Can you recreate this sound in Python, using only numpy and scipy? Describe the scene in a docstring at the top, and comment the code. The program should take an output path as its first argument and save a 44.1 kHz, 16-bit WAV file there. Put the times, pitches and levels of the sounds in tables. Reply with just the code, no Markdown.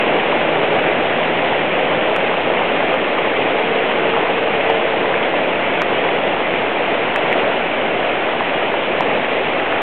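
"""Car wading through floodwater

Floodwater pours down a village road: a gurgling churn under a hiss of foam and spray, made by bubbles
and swelling as wavelets break. Single crests slap shut on pockets of air. A car wades away, its wake
settling and its silencer booming; two more engines hum faintly behind the water.
A small narrow-band microphone overloads on the hardest slaps."""
import sys
import numpy as np
from scipy import signal
from scipy.fft import rfft, irfft
from scipy.io import wavfile
from scipy.ndimage import uniform_filter1d

SR = 44100
rng = np.random.default_rng(int(sys.argv[2]) if len(sys.argv) > 2 else 0)


def log_audio(samples):
    """Write samples as a 16-bit WAV file to the path given in sys.argv[1]."""
    # one column per channel
    frames = np.atleast_2d(samples).T
    # limit to full scale, then quantise
    limited = np.clip(frames, -1, 1)
    pcm = np.round(limited * 32767).astype(np.int16)
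    wavfile.write(sys.argv[1], SR, pcm)


N = 433048
TIME_S = np.arange(N) / SR
FREQ_HZ = np.fft.rfftfreq(N, 1 / SR)


def gain(db):
    """Decibels to amplitude."""
    return 10 ** (np.asarray(db) / 20)


def unit_rms(x):
    """Scales to rms 1."""
    return x / np.sqrt(np.mean(x ** 2) + 1e-20)


def follow(rows):
    """Interpolates timed rows to one curve per column."""
    times_s, *columns = np.transpose(rows)
    return [np.interp(TIME_S, times_s, column) for column in columns]


def equalise(x, spectrum):
    """Filters by (Hz, dB) points joined on a log-frequency axis."""
    hz, db = np.transpose(spectrum)
    curve_db = np.interp(np.log(FREQ_HZ + 1), np.log(hz + 1), db)
    return irfft(rfft(x) * gain(curve_db), N)


def drift(rate_hz):
    """Slow random motion of rms 1, with little above rate_hz."""
    return unit_rms(irfft(rfft(rng.standard_normal(N)) / (1 + (FREQ_HZ / rate_hz) ** 4), N))


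def engine(firing_hz, level_db, orders, waver=.003, flutter_db=2.0):
    """Low exhaust orders, as (multiple, dB), carry over the water and waver with the load."""
    turns = np.cumsum(firing_hz * (1 + waver * drift(rate_hz=6.4))) / SR
    hum = sum(gain(db) * np.sin(2 * np.pi * (order * turns + rng.random())) for order, db in orders)
    return np.sqrt(2) * gain(level_db + flutter_db * drift(rate_hz=5.7)) * hum


def idling_engine():
    """An engine idles nearby, strongest at twice its firing rate."""
    return engine(firing_hz=56.8, level_db=-50.5, orders=[(1, -15), (2, 2)])


# Engine pulling away. Each row: time in seconds, firing rate in Hz, level in dB.
PULL_AWAY = [(6.6, 60, -63), (7, 63, -50.5), (8.4, 73.5, -50), (9.82, 83, -62)]


def pulling_engine():
    """An engine pulls away: its hum climbs in pitch, swells and fades."""
    return engine(*follow(PULL_AWAY), orders=[(1, -2.5), (2, -8)])


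# Car speeding up, then easing off. Each row: time in seconds, firing rate in Hz, hum level in dB.
CAR_DRIVE = [(0, 79.5, -38.5), (1.5, 83.3, -40.5), (2.9, 86.3, -45), (3.6, 90, -45), (4.4, 91.7, -47),
             (5.5, 87.3, -40.5), (9.82, 78.5, -51)]
# Its exhaust tone. Each row: multiple of the firing rate, relative level in dB.
EXHAUST_ORDERS = [(1, -8.5), (2, 3), (3, -8.5), (4, -3.5), (6, 2)]


def wading_car(boom_order=5, silencer_hz=453, width_hz=32, fade_db_per_s=2.0):
    """The silencer booms as one exhaust order climbs into its resonance, fading as the car leaves."""
    firing_hz, level_db = follow(CAR_DRIVE)
    detuning = 2 * (boom_order * firing_hz - silencer_hz) / width_hz
    boom_db = -17.5 - fade_db_per_s * TIME_S - 20 * np.log10(1 + detuning ** 2)
    return engine(firing_hz, level_db, EXHAUST_ORDERS + [(boom_order, boom_db - level_db)])


def far_bubbles(spectrum, patch_db, patch_frames, patch_bins):
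    """Countless far bubbles merge into noise, in patches that come and go."""
    real, imag, patches = rng.standard_normal((3, N // 128 + 6, 257))
    patches = uniform_filter1d(patches, patch_frames, axis=0)
    patches = unit_rms(uniform_filter1d(patches, patch_bins, axis=1))
    frames = (real + 1j * imag) * gain(patch_db * patches)
    noise = signal.istft(frames.T, nperseg=512, noverlap=384)[1][:N]
    return unit_rms(equalise(noise, spectrum))


def bubble(hz, decay_cycles, rise):
    """A pocket of air rings down, its pitch rising as it nears the surface; peak 1."""
    turns = np.arange(0, 6 * decay_cycles, hz / SR)
    age = turns / decay_cycles
    attack = 1 - np.exp(-turns / .25)
    ring = np.sin(2 * np.pi * turns * (1 + rise * age)) * np.exp(-age) * attack
    return ring / abs(ring).max()


def near_bubbles(per_s, band_hz, decay_cycles, rise, spread_db, pitches=32):
    """Bubbles of many pitches ring at random, mostly weak, a few strong."""
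    pitch, when, chance = rng.random((int(per_s * N / SR), 3)).T
    strength_db = spread_db * np.minimum(-np.log(1 - chance), 3.5)
    strength = gain(strength_db) * rng.choice([-1, 1], len(pitch))
    out = np.zeros(N)
    for k, hz in enumerate(np.geomspace(*band_hz, pitches)):
        chosen = (pitch * pitches).astype(int) == k
        impulses = np.bincount((when[chosen] * N).astype(int), strength[chosen], N)
        ring = bubble(hz, decay_cycles * rng.uniform(.6, 1.4), rise)
        out += signal.oaconvolve(impulses, ring)[:N]
    return unit_rms(out)


# Large waves. Each row: centre in seconds, length in seconds, swell of the churn in dB.
LARGE_WAVES = [(.05, .4, 1.1), (.8, .35, 1.5), (3.8, .7, .8), (7.4, .35, 1.7), (9.15, .25, 1.3),
               (9.7, .3, 1)]


def wake_levels_db(churn_fade_db_per_s=.2, foam_fade_db_per_s=.14, foam_share=.4):
    """Churn and foam settle as the car leaves, and swell as each large wave heaves up."""
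    swell_db = sum(db * np.exp(-(2 * (TIME_S - centre_s) / length_s) ** 2)
                   for centre_s, length_s, db in LARGE_WAVES)
    churn_db = -17.5 - churn_fade_db_per_s * TIME_S + swell_db
    foam_db = -21.5 - foam_fade_db_per_s * TIME_S + foam_share * swell_db
    return churn_db, foam_db


# Spectra of churn and foam. Each row: frequency in Hz, relative density in dB.
CHURN_SPECTRUM = [(25, -44.5), (45, -42.5), (65, -29.5), (100, -19.5), (160, -12), (250, -6), (400, -3),
                  (520, -1.5), (660, -1), (820, -6), (1100, -14), (1600, -23), (4000, -46.5)]
FOAM_SPECTRUM = [(200, -20.5), (700, -8), (1100, -4.5), (1600, -2), (2100, 1), (2600, 0), (3200, -6),
                 (4400, -7.5)]


def torrent():
    """Churn with near gurgles in it, foam with near spray; both swell as wavelets break."""
    churn_db, foam_db = wake_levels_db()
    breaking = drift(rate_hz=18)
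    churn = gain(-.09) * far_bubbles(CHURN_SPECTRUM, patch_db=.6, patch_frames=14, patch_bins=3)
    gurgle = gain(-8.5) * near_bubbles(260, band_hz=(424.7, 950), decay_cycles=3, rise=.011, spread_db=4)
    foam = gain(3.5) * far_bubbles(FOAM_SPECTRUM, patch_db=.96, patch_frames=10, patch_bins=8)
    spray = gain(-7) * near_bubbles(700, band_hz=(897, 3180), decay_cycles=1.4, rise=.023, spread_db=3)
    near, far = gain(.5 * breaking), gain(.25 * breaking)  # distant water averages out
    return gain(churn_db) * (far * churn + near * gurgle) + gain(foam_db) * (far * foam + near * spray)


def soft_crests(per_s=2, level_db=-9.5, low_hz=750, high_hz=2500, decay_cycles=1.8):
    """Smaller crests close at random times and pitches; returns rows like HARD_CRESTS."""
    draws = rng.random((int(per_s * N / SR), 2))
    return [(when * N / SR, level_db, low_hz * (high_hz / low_hz) ** pitch, decay_cycles)
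            for when, pitch in draws]


# Hardest crests. Each row: start in seconds, peak in dB, pitch of the trapped air in Hz, decay in cycles.
HARD_CRESTS = [(2.1635, -3.8, 1720, .6), (2.941, -5.5, 1300, .84), (4.1658, -5, 1007, 1.1),
               (4.7, -4.3, 790, 1.6), (5.1414, -6.5, 1710, 1.8), (5.8187, .3, 1200, .44),
               (6.0508, -4, 900, .45), (7.1605, -1.6, 1840, 1.2), (7.328, -2.3, 2240, 1.9),
               (8.408, -4.5, 950, 1.2), (9.0078, -.5, 854, 1.1), (9.7263, -5.5, 1405, .96)]


def crest_slaps():
    """Each crest folds over and its pocket of air gives one short knock."""
    out = np.zeros(N)
    for start_s, peak_db, hz, decay_cycles in HARD_CRESTS + soft_crests():
        knock = gain(peak_db) * bubble(hz, decay_cycles, rise=.0042)
        span = out[round(start_s * SR):][:len(knock)]
        span += knock[:len(span)]
    return out


def scene():
    """Water in front, engines behind; mono."""
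    water = torrent() + crest_slaps()
    engines = wading_car() + idling_engine() + pulling_engine()
    return (water + engines)[None]


# Microphone response. Each row: frequency in Hz, gain in dB.
MIC_RESPONSE = [(20, -14.5), (45, -10.5), (75, -2.5), (3000, 0.5), (3300, 0), (3600, -6), (3900, -13),
                (4200, -23), (4400, -35), (4600, -63.5), (4900, -94.5)]


def record(dry):
    """A narrow-band microphone with a small offset, hard overload, then a low-pass."""
    offset, full_scale, cutoff_hz = -.02, .7, 15800
    clipped = np.clip(equalise(dry[0], MIC_RESPONSE) + offset, -full_scale, full_scale)
    lowpass = signal.firwin(511, cutoff_hz, window=("kaiser", 9), fs=SR)
    return signal.oaconvolve(clipped, lowpass, "same")[None]


dry = scene()
out = record(dry)
log_audio(out)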